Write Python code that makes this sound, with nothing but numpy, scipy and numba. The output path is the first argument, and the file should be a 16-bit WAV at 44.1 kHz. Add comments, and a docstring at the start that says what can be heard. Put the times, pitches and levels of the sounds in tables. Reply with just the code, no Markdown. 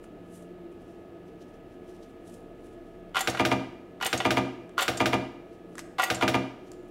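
"""A fan hums while gloves rustle and probes tick on a metal strip; then a bench spot welder is worked by foot.
Per weld a pedal clacks down and up, its spring pings, and a contactor slams shut and open twice.
Fan: shaped noise, wavering narrow bands, two whines. Gloves: grainy noise. Probes: short fading noise.
Pedal, spring and contactor cabinet: decaying modes plus fading noise, heard in a small workshop."""
import sys
import numpy as np
from scipy import signal
from scipy.fft import rfft, irfft
from scipy.io import wavfile
from scipy.ndimage import uniform_filter1d
from numba import njit

SR = 44100
rng = np.random.default_rng(int(sys.argv[2]) if len(sys.argv) > 2 else 0)


def persist_wave(psi):
    """Save psi, clipped to +-1, as 16-bit WAV."""
    counts = np.round(np.clip(psi, -1, 1) * 32767).astype(np.int16)
    wavfile.write(sys.argv[1], SR, np.atleast_2d(counts).T)


N = 304621

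# Fan air spectrum: freq_hz, density_db_per_hz
FAN_AIR_SPECTRUM = [(12, -48), (20, -18), (110, -10.5), (155, -12.5), (270, -5.5), (351, -4.5), (539, -16),
                    (668, -12.5), (1050, -29), (1240, -24.5), (1500, -30.5), (1690, -29.5), (1820, -31),
                    (2800, -32), (6000, -52), (7800, -54), (13200, -120)]
# Wavering fan tones: freq_hz, width_hz, level_db
FAN_TONES = [(31.1, 1.3, -63.5), (177, 2.7, -59), (300.5, 24, -60.5), (341.6, 13.3, -54), (361.6, 6.3, -55),
             (450.8, 16, -59), (496, 13, -64.5), (597, 11, -65.5), (666.6, 31, -60), (1950, 4.2, -98)]
# Motor whines: freq_hz, level_db
FAN_WHINES = [(1260, -67.5), (1707, -71.5)]
FAN_AIR_DB = -49.5

# Glove rustle spectrum: freq_hz, density_db_per_hz
GLOVE_RUSTLE_SPECTRUM = [(4120, -20), (7000, -2.5), (8040, -1.5), (10100, -1), (16000, -20.5)]
# Glove creak spectrum: freq_hz, density_db_per_hz
GLOVE_CREAK_SPECTRUM = [(1500, -30), (3000, 2), (4500, -2.5), (5900, 0.5),
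                        (7500, -8), (10000, -24), (12200, -11), (14500, -30)]
# Glove rubs: loudest_s, level_db, creak_re_rustle_db, length_s
GLOVE_RUBS = [(.043, -63.5, -5, 0.032), (0.359, -58, -9, 0.12), (0.426, -66, -4, 0.027),
              (.725, -76, -5, .02), (0.817, -78, 0, .04), (.9, -79, 4, .2), (1.285, -80, 8, .05),
              (1.42, -74, 11, 0.053), (1.49, -79, 5, .05), (1.545, -78, 7, .04), (1.73, -81, 3, .08),
              (1.895, -70.5, 5, 0.063), (1.953, -74, 4, .07), (2.035, -74, 9, .07), (2.102, -78, -2, 0.088),
              (2.279, -64.5, -2, .07), (2.343, -63.5, -5, 0.13), (2.658, -70.5, -3, 0.11),
              (2.732, -75, -2, .05), (2.873, -85, 3, .15), (5.537, -79, 7, 0.1), (5.735, -75, -3, .08),
              (5.796, -52, 8, 0.037), (6.676, -77, 10, .1), (6.735, -72, -3, .04), (6.89, -75, -5, .06)]
RUB_RISE_SHARE, RUB_FADE_DB = 0.47, 16  # share of length spent rising; swell and fall depth
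FIDGET_DB = -86.5  # constant floor under the rubs

# Probe tips on the strip: start_s, level_db, dull_re_bright_db
PROBE_TICKS = [(.041, -43, 12), (2.9538, -56, 0), (4.6935, -40, 7), (5.754, -29, 4.5), (5.773, -42, 8),
               (5.7814, -21.5, 7.5), (5.792, -18.5, 2), (6.7173, -26.5, -10), (6.734, -40, 4),
               (6.8783, -57, -3)]

# Welds, two pulses each: switch_click_s, first_close_s, let_go_s, second_pulse_length_s
WELDS = [(3.2072, 3.2735, 3.298, .0647), (4.063, 4.1289, 4.176, .0646), (4.824, 4.8803, 4.9723, .0738),
         (6.0362, 6.1014, 6.1462, .0644)]
FIRST_PULSE_S, SECOND_PULSE_AFTER_S = .1229, .1774  # both from the first closing

# Spring modes: freq_hz, t60_s, level_db
SPRING_MODES = [(4800, 0.0092, -3), (6460, 0.04, -6), (7280, 0.043, -2), (7250, 0.026, 1.5),
                (8790, 0.056, -4.5), (9900, .03, -26), (12600, 0.054, -1)]
# Spring pings growing louder up to each switch click, the last on it: delay_s, level_db
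SWITCH_PINGS = [(-.04, -32), (-.0158, -25), (0, -19.5)]
LET_GO_PING_DB, LET_GO_LOWPASS_HZ = -21, 7560

# Pedal modes: freq_hz, t60_s, hinge_db, end_stop_db
PEDAL_MODES = [(760, 0.092, -14.5, -4.5), (995, 0.075, -8.5, -25), (1153, 0.024, -2, -12.5),
               (1408, 0.088, -4, -20), (1614, 0.046, -17, -15), (1925, 0.11, -29, -9.5),
               (2165, 0.058, -18.5, -15.5), (2620, 0.09, -29, -18.5), (2946, 0.13, -14.5, -27),
               (3500, 0.072, -27, -15), (4500, 0.033, -27, -40)]
# Pedal rattle spectrum: freq_hz, density_db_per_hz
PEDAL_RATTLE_SPECTRUM = [(290, -27), (500, -3), (1420, -4.5), (1600, -5.5), (2930, -3), (5630, -16.5),
                         (13100, -28), (16000, -47)]
# Pedal knocks: start_s, level_db, end_stop_share (0-1)
PEDAL_KNOCKS = [(3.141, -46, .5), (3.146, -24, 0.2), (3.156, -18, 0.1), (3.167, -13, 0.48),
                (3.17, -17.5, 0.2), (3.178, -24.5, 0.2), (3.191, -30, 1), (3.206, -21, 1),
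                (3.347, -25, 0.6), (3.372, -23, 0.36), (4.001, -37.5, 0.3), (4.011, -22.5, 0.05),
                (4.026, -14.5, 0.3), (4.057, -13, 1), (4.202, -18.5, 0.65), (4.772, -41, 0.6),
                (4.779, -15.5, 0), (4.791, -13.5, 0.4), (4.795, -17.5, 0.36), (4.818, -12, 1),
                (5.983, -26, 0.4), (5.986, -19, 0.4), (5.996, -15, 0.3), (6.0, -15.5, 0.4),
                (6.02, -26.5, 0.5), (6.031, -15.5, 1), (6.21, -19, 0.4)]

# Blow and rebounds of one closing: delay_s, strength_db, contact_ms
CLOSING_BLOWS = [(0, 10.5, 0.26), (.0045, -1, 0.28), (.0095, 0, .15), (0.018, -20, 0.96)]
# Blow and rebounds of one opening: delay_s, strength_db, contact_ms
OPENING_BLOWS = [(0, 2, 0.25), (.005, 0.5, 0.46), (.0085, 0, 0.16), (.016, 1.5, .6), (.024, -17, 0.14)]
# Cabinet modes: freq_hz, t60_s, closing_db, opening_db
CABINET_MODES = [(80, 0.24, -3.5, -7.5), (104.4, 0.41, -11.5, -12.5), (125.3, 0.55, -2.5, -4.5),
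                 (189.7, 0.96, -10.5, -16), (244, 0.48, -3.5, -5), (269.3, 0.51, -7, 0.5),
                 (332.8, 0.33, 0.5, -1.5), (412, 0.089, -1.5, -2), (487.4, 0.21, 2.5, -0.5),
                 (629, 0.57, -11, -4.5), (711.3, 0.35, -4.5, 3.5), (771.7, 0.48, -2, -6.5),
                 (990, 0.084, -5, -2.5), (1214, 0.16, 3.5, 0), (1446, 0.039, -38, -12.5),
                 (1720, 0.077, -15, -3.5), (2095, 0.057, -30, 1), (2387, 0.084, -15, 3.5),
                 (2816, 0.18, -7, -3), (3010, 0.073, -19, -4.5), (3230, 0.12, -16, -4),
                 (3665, 0.068, 0.5, -10), (4500, 0.055, -27, -51), (4170, 0.05, -16.5, -21),
                 (5570, 0.14, 2, -22), (5910, 0.073, -7, -38), (6040, 0.055, -10, -34)]
# Loose parts on closing: freq_hz, density_db_per_hz
CLOSING_RATTLE_SPECTRUM = [(120, -35), (200, -25), (722, -3), (899, -22.5), (1680, -13), (2090, -7),
                           (3560, -8.5), (8740, -15.5), (16000, -22)]
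# Loose parts on opening: freq_hz, density_db_per_hz
OPENING_RATTLE_SPECTRUM = [(120, -30), (200, -2.5), (491, -12), (722, -8.5), (1400, -16.5), (2330, -9.5),
                           (4350, -16), (13800, -28), (16000, -54)]
CLOSING_DB, FIRST_OPENING_DB, SECOND_OPENING_DB = -25.5, -21.5, -22.5

# Room decay: freq_hz, t60_s
ROOM_T60 = [(100, 0.92), (500, 0.57), (2000, 0.61), (6000, 0.56), (14000, 0.37)]
ROOM_DB, ROOM_DELAY_S = -10, .006
MIC_HISS_DB, TOP_HZ = -77.5, 15750
LIMIT_DB, ATTACK_S, RELEASE_S = -15.5, 0.00055, 0.041


def undb(db):
    """Decibels to gain."""
    return 10 ** (np.asarray(db) / 20)


def level(x, db):
    """Scale to an rms level."""
    return x * undb(db) / np.sqrt(np.mean(x ** 2))


def on_log(table, hz):
    """Read (Hz, value) points on a log-frequency axis."""
    f, v = np.transpose(table)
    return np.interp(np.log(np.maximum(hz, 1)), np.log(f), v)


def noise(size, gain):
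    """Noise whose spectrum follows gain(Hz)."""
    return irfft(rfft(rng.standard_normal(size)) * gain(np.fft.rfftfreq(size, 1 / SR)), size)


def coloured_noise(size, spectrum):
    """Noise following a table of (Hz, dB) points."""
    return noise(size, lambda f: undb(on_log(spectrum, f)))


def fading_noise(seconds, spectrum, t60):
    """Noise in half-octave bands, each dying away at its own rate; energy 1."""
    t = np.arange(int(seconds * SR)) / SR
    out = 0
    for hz in 50 * 2 ** np.arange(0, 8.6, .5):
        def band_gain(f):
            overlap = np.clip(1 - 2 * abs(np.log2((f + 1) / hz)), 0, 1) ** .5
            return undb(on_log(spectrum, f)) * overlap
        band = noise(len(t), band_gain)
        out = out + band * np.exp(-np.log(1000) * t / on_log(t60, hz))
    return out / np.sqrt(np.sum(out ** 2))


def ring(hz, t60, db, seconds, spread, rise_cycles):
    """One row per mode: a cluster of close sines that beat unevenly, swell briefly and die away."""
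    t = np.arange(int(seconds * SR)) / SR
    sense = (-1.) ** np.arange(len(hz))  # neighbours move in opposite sense
    near_hz = hz * (1 + spread * rng.standard_normal((4, len(hz))))
    sines = np.sin(2 * np.pi * near_hz[:, :, None] * t).mean(0)
    swell = 1 - np.exp(-np.outer(hz / rise_cycles, t))
    decay = np.exp(-np.log(1000) * np.outer(1 / t60, t))
    return (sense * undb(db))[:, None] * sines * swell * decay


def add(out, start_s, sound):
    """Mix a sound in at a time."""
    i = int(start_s * SR)
    out[i:i + len(sound)] += sound[:len(out) - i]


def fan():
    """Rushing air, narrow noise bands heard as wavering tones, and two whines of steady level."""
    air = level(coloured_noise(N, FAN_AIR_SPECTRUM), FAN_AIR_DB)
    tones = np.zeros(N)
    for hz, width_hz, db in FAN_TONES:
        tones += level(noise(N, lambda f: 1 / (1 + (2 * (f - hz) / width_hz) ** 2)), db)
    # slow random speed drift, shared by both whines
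    speed = 1 + level(noise(N, lambda f: 1 / (1 + (f / 6) ** 2)), -52)
    turns = np.cumsum(speed) / SR
    whines = sum(level(np.sin(2 * np.pi * hz * turns), db) for hz, db in FAN_WHINES)
    return air + tones + whines


def gloves():
    """Friction as a bright rustle and a duller creak, both made of dense uneven grains."""
    t = np.arange(N) / SR
    rustle_gain, creak_gain = undb(FIDGET_DB) * np.ones((2, N))
    for peak_s, db, creak_db, length_s in GLOVE_RUBS:
        rise = (peak_s - t) / RUB_RISE_SHARE
        fall = (t - peak_s) / (1 - RUB_RISE_SHARE)
        away = np.where(t < peak_s, rise, fall) / length_s
        shape = undb(db - RUB_FADE_DB * away)
        rustle_gain = rustle_gain + shape
        creak_gain = creak_gain + undb(creak_db) * shape
    steps = np.repeat(rng.exponential(size=N // 200 + 1), 200)[:N]
    grains = undb(1.4 * uniform_filter1d(steps, size=100))
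    rustle = level(coloured_noise(N, GLOVE_RUSTLE_SPECTRUM) * grains, 0)
    creak = level(coloured_noise(N, GLOVE_CREAK_SPECTRUM) * grains, 0)
    return rustle * rustle_gain + creak * creak_gain


def probes():
    """Tip contact as a short bright tick over a duller knock of varying strength."""
    bright_spectrum = [(2500, -15), (4500, -4.0), (7500, 7), (11000, -7), (16000, -28)]
    dull_spectrum = [(400, -15), (1500, 2), (3500, -13.5), (6000, -39)]
    out = np.zeros(N)
    for start_s, db, dull_db in PROBE_TICKS:
        bright = fading_noise(.05, bright_spectrum, [(3000, 0.014), (16000, 0.0076)])
        dull = fading_noise(.05, dull_spectrum, [(500, 0.021), (5000, 0.015)])
        add(out, start_s, undb(db) * (bright + undb(dull_db) * dull))
    return out


def spring_ping():
    """A jangle, heard directly and exciting the spring's modes; mode levels vary per ping."""
    hz, t60, mode_db = np.transpose(SPRING_MODES)
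    varied_db = mode_db + 3 * rng.standard_normal(len(hz))
    modes = ring(hz, t60, varied_db, 0.24, 0.0177, 1.2).sum(0)
    jangle = fading_noise(0.087, [(3000, -9), (6000, 1), (16000, -6.0)], [(3000, 0.071), (16000, 0.039)])
    body = signal.fftconvolve(jangle, modes)[:len(modes)]
    direct = np.pad(jangle, (0, len(modes) - len(jangle)))
    return undb(-10.0) * body + undb(14.0) * direct


def spring():
    """Pings growing louder up to each switch click, the last on it; a duller one on letting go."""
    pressed, let_go = np.zeros((2, N))
    for click_s, _, let_go_s, _ in WELDS:
        for delay_s, db in SWITCH_PINGS:
            add(pressed, click_s + delay_s, undb(db) * spring_ping())
        add(let_go, let_go_s, undb(LET_GO_PING_DB) * spring_ping())
    # the slackening spring pings duller
    return pressed + signal.lfilter(*signal.butter(2, LET_GO_LOWPASS_HZ, fs=SR), let_go)


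def pedal():
    """Hinge and end stop weight the modes differently; a fresh scuff excites them at each knock."""
    hz, t60, hinge_db, stop_db = np.transpose(PEDAL_MODES)
    modes = ring(hz, t60, np.zeros(len(hz)), .2, 0.0076, 1.6)
    out = np.zeros(N)
    for start_s, db, stop in PEDAL_KNOCKS:
        weight = (1 - stop) * undb(hinge_db) + stop * undb(stop_db)
        scuff = fading_noise(.01, [(300, 0), (16000, 0)], [(300, 0.0026), (16000, 0.0041)])
        body = signal.fftconvolve(scuff, weight @ modes)[:modes.shape[1]]
        rattle = fading_noise(.2, PEDAL_RATTLE_SPECTRUM, [(500, 0.16), (12000, 0.096)])
        add(out, start_s, undb(db) * (undb(1) * body + undb(13) * rattle))
    return out


def strokes():
    """Contactor closings and openings as (start_s, level_db), two of each per weld."""
    closings, openings = [], []
    for _, first_s, _, second_pulse_s in WELDS:
        second_s = first_s + SECOND_PULSE_AFTER_S
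        closings += [(first_s, CLOSING_DB), (second_s, CLOSING_DB)]
        openings += [(first_s + FIRST_PULSE_S, FIRST_OPENING_DB),
                     (second_s + second_pulse_s, SECOND_OPENING_DB)]
    return closings, openings


def parting(openings):
    """The contacts part with a thin tick 4.5 ms before the armature lands."""
    spectrum = [(3000, 1), (5500, -8), (7000, -19), (16000, -20)]
    tick = fading_noise(0.061, spectrum, [(3000, 0.048), (16000, 0.033)])
    out = np.zeros(N)
    for start_s, db in openings:
        add(out, start_s - .0045, undb(db + 11) * tick)
    return out


def contactor(times, blows, mode_db, rattle, rattle_db, rattle_t60, crack_hz, crack_db):
    """The stroke rings the cabinet; blow and rebounds crack and shake loose parts, alike every time."""
    hz, t60 = np.transpose(CABINET_MODES)[:2]
    body = ring(hz, t60, mode_db, .7, 0.0073, 0.7).sum(0)
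    parts = undb(rattle_db) * fading_noise(.7, rattle, rattle_t60)
    t = np.arange(len(parts)) / SR
    crack_shape = np.minimum(t / 0.00078, 1) * np.exp(-t / 0.00093)
    parts += undb(crack_db) * np.sin(2 * np.pi * crack_hz * t) * crack_shape
    push = np.zeros(int(.04 * SR))
    for delay_s, db, contact_ms in blows:
        shape = np.exp(-np.arange(200) / (contact_ms * SR / 4000 + .1))
        add(push, delay_s, undb(db) * shape / shape.sum())  # longer contact excites less treble
    shaken = signal.fftconvolve(push, parts)[:len(body)]
    stroke = body / np.sqrt(np.sum(body ** 2)) + shaken
    stroke /= np.sqrt(np.mean(stroke[:int(.035 * SR)] ** 2))  # unit rms over the first 35 ms
    out = np.zeros(N)
    for start_s, db in times:
        add(out, start_s, undb(db) * stroke)
    return out


def room(hits):
    """Reverberation: delayed noise whose bands decay at their own rates."""
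    tail = fading_noise(0.57, [(50, -19), (300, -3.0), (900, 1), (16000, 0.5)], ROOM_T60)
    walls = np.pad(tail, (int(ROOM_DELAY_S * SR), 0))
    return undb(ROOM_DB) * signal.fftconvolve(hits, walls)[:N]


def scene():
    """Fan and gloves stay dry; all knocks, pings and ticks sound in the room."""
    background = fan() + gloves()
    hits = probes() + spring() + pedal()
    closing_db, opening_db = np.transpose(CABINET_MODES)[2:]
    closings, openings = strokes()
    hits += parting(openings)
    hits += contactor(closings, CLOSING_BLOWS, closing_db, CLOSING_RATTLE_SPECTRUM, rattle_db=-6.0,
                      rattle_t60=[(200, 0.56), (2000, 0.069), (14000, 0.11)],
                      crack_hz=1560, crack_db=-19.5)
    hits += contactor(openings, OPENING_BLOWS, opening_db, OPENING_RATTLE_SPECTRUM, rattle_db=-7.5,
                      rattle_t60=[(200, 0.33), (2000, 0.063), (14000, 0.031)],
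                      crack_hz=2307, crack_db=-21.0)
    # high-pass at 60 Hz: the knocks, pings and slams carry no deep bass
    hits = signal.sosfilt(signal.butter(3, 60, "high", fs=SR, output="sos"), hits)
    return (hits + room(hits) + background)[None]


@njit
def limit(x, top, attack, release):
    """Gain follows the peaks: down fast above the ceiling, back up slowly."""
    y, envelope = np.empty(len(x)), 0.
    for i in range(len(x)):
        size = abs(x[i])
        envelope += (size - envelope) * (attack if size > envelope else release)
        y[i] = x[i] * min(1., top / (envelope + 1e-9))
    return y


def record(dry):
    """Microphone hiss, limiter on the loudest blows, rounding of peaks that slip past, steep top cut."""
    heard = dry[0] + level(rng.standard_normal(N), MIC_HISS_DB)
    held = limit(heard, float(undb(LIMIT_DB)), 1 / (ATTACK_S * SR), 1 / (RELEASE_S * SR))
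    rounded = 0.41 * np.tanh(held / 0.39)
    return signal.sosfilt(signal.ellip(10, .2, 80, TOP_HZ, fs=SR, output="sos"), rounded)[None]


dry = scene()
out = record(dry)
persist_wave(out)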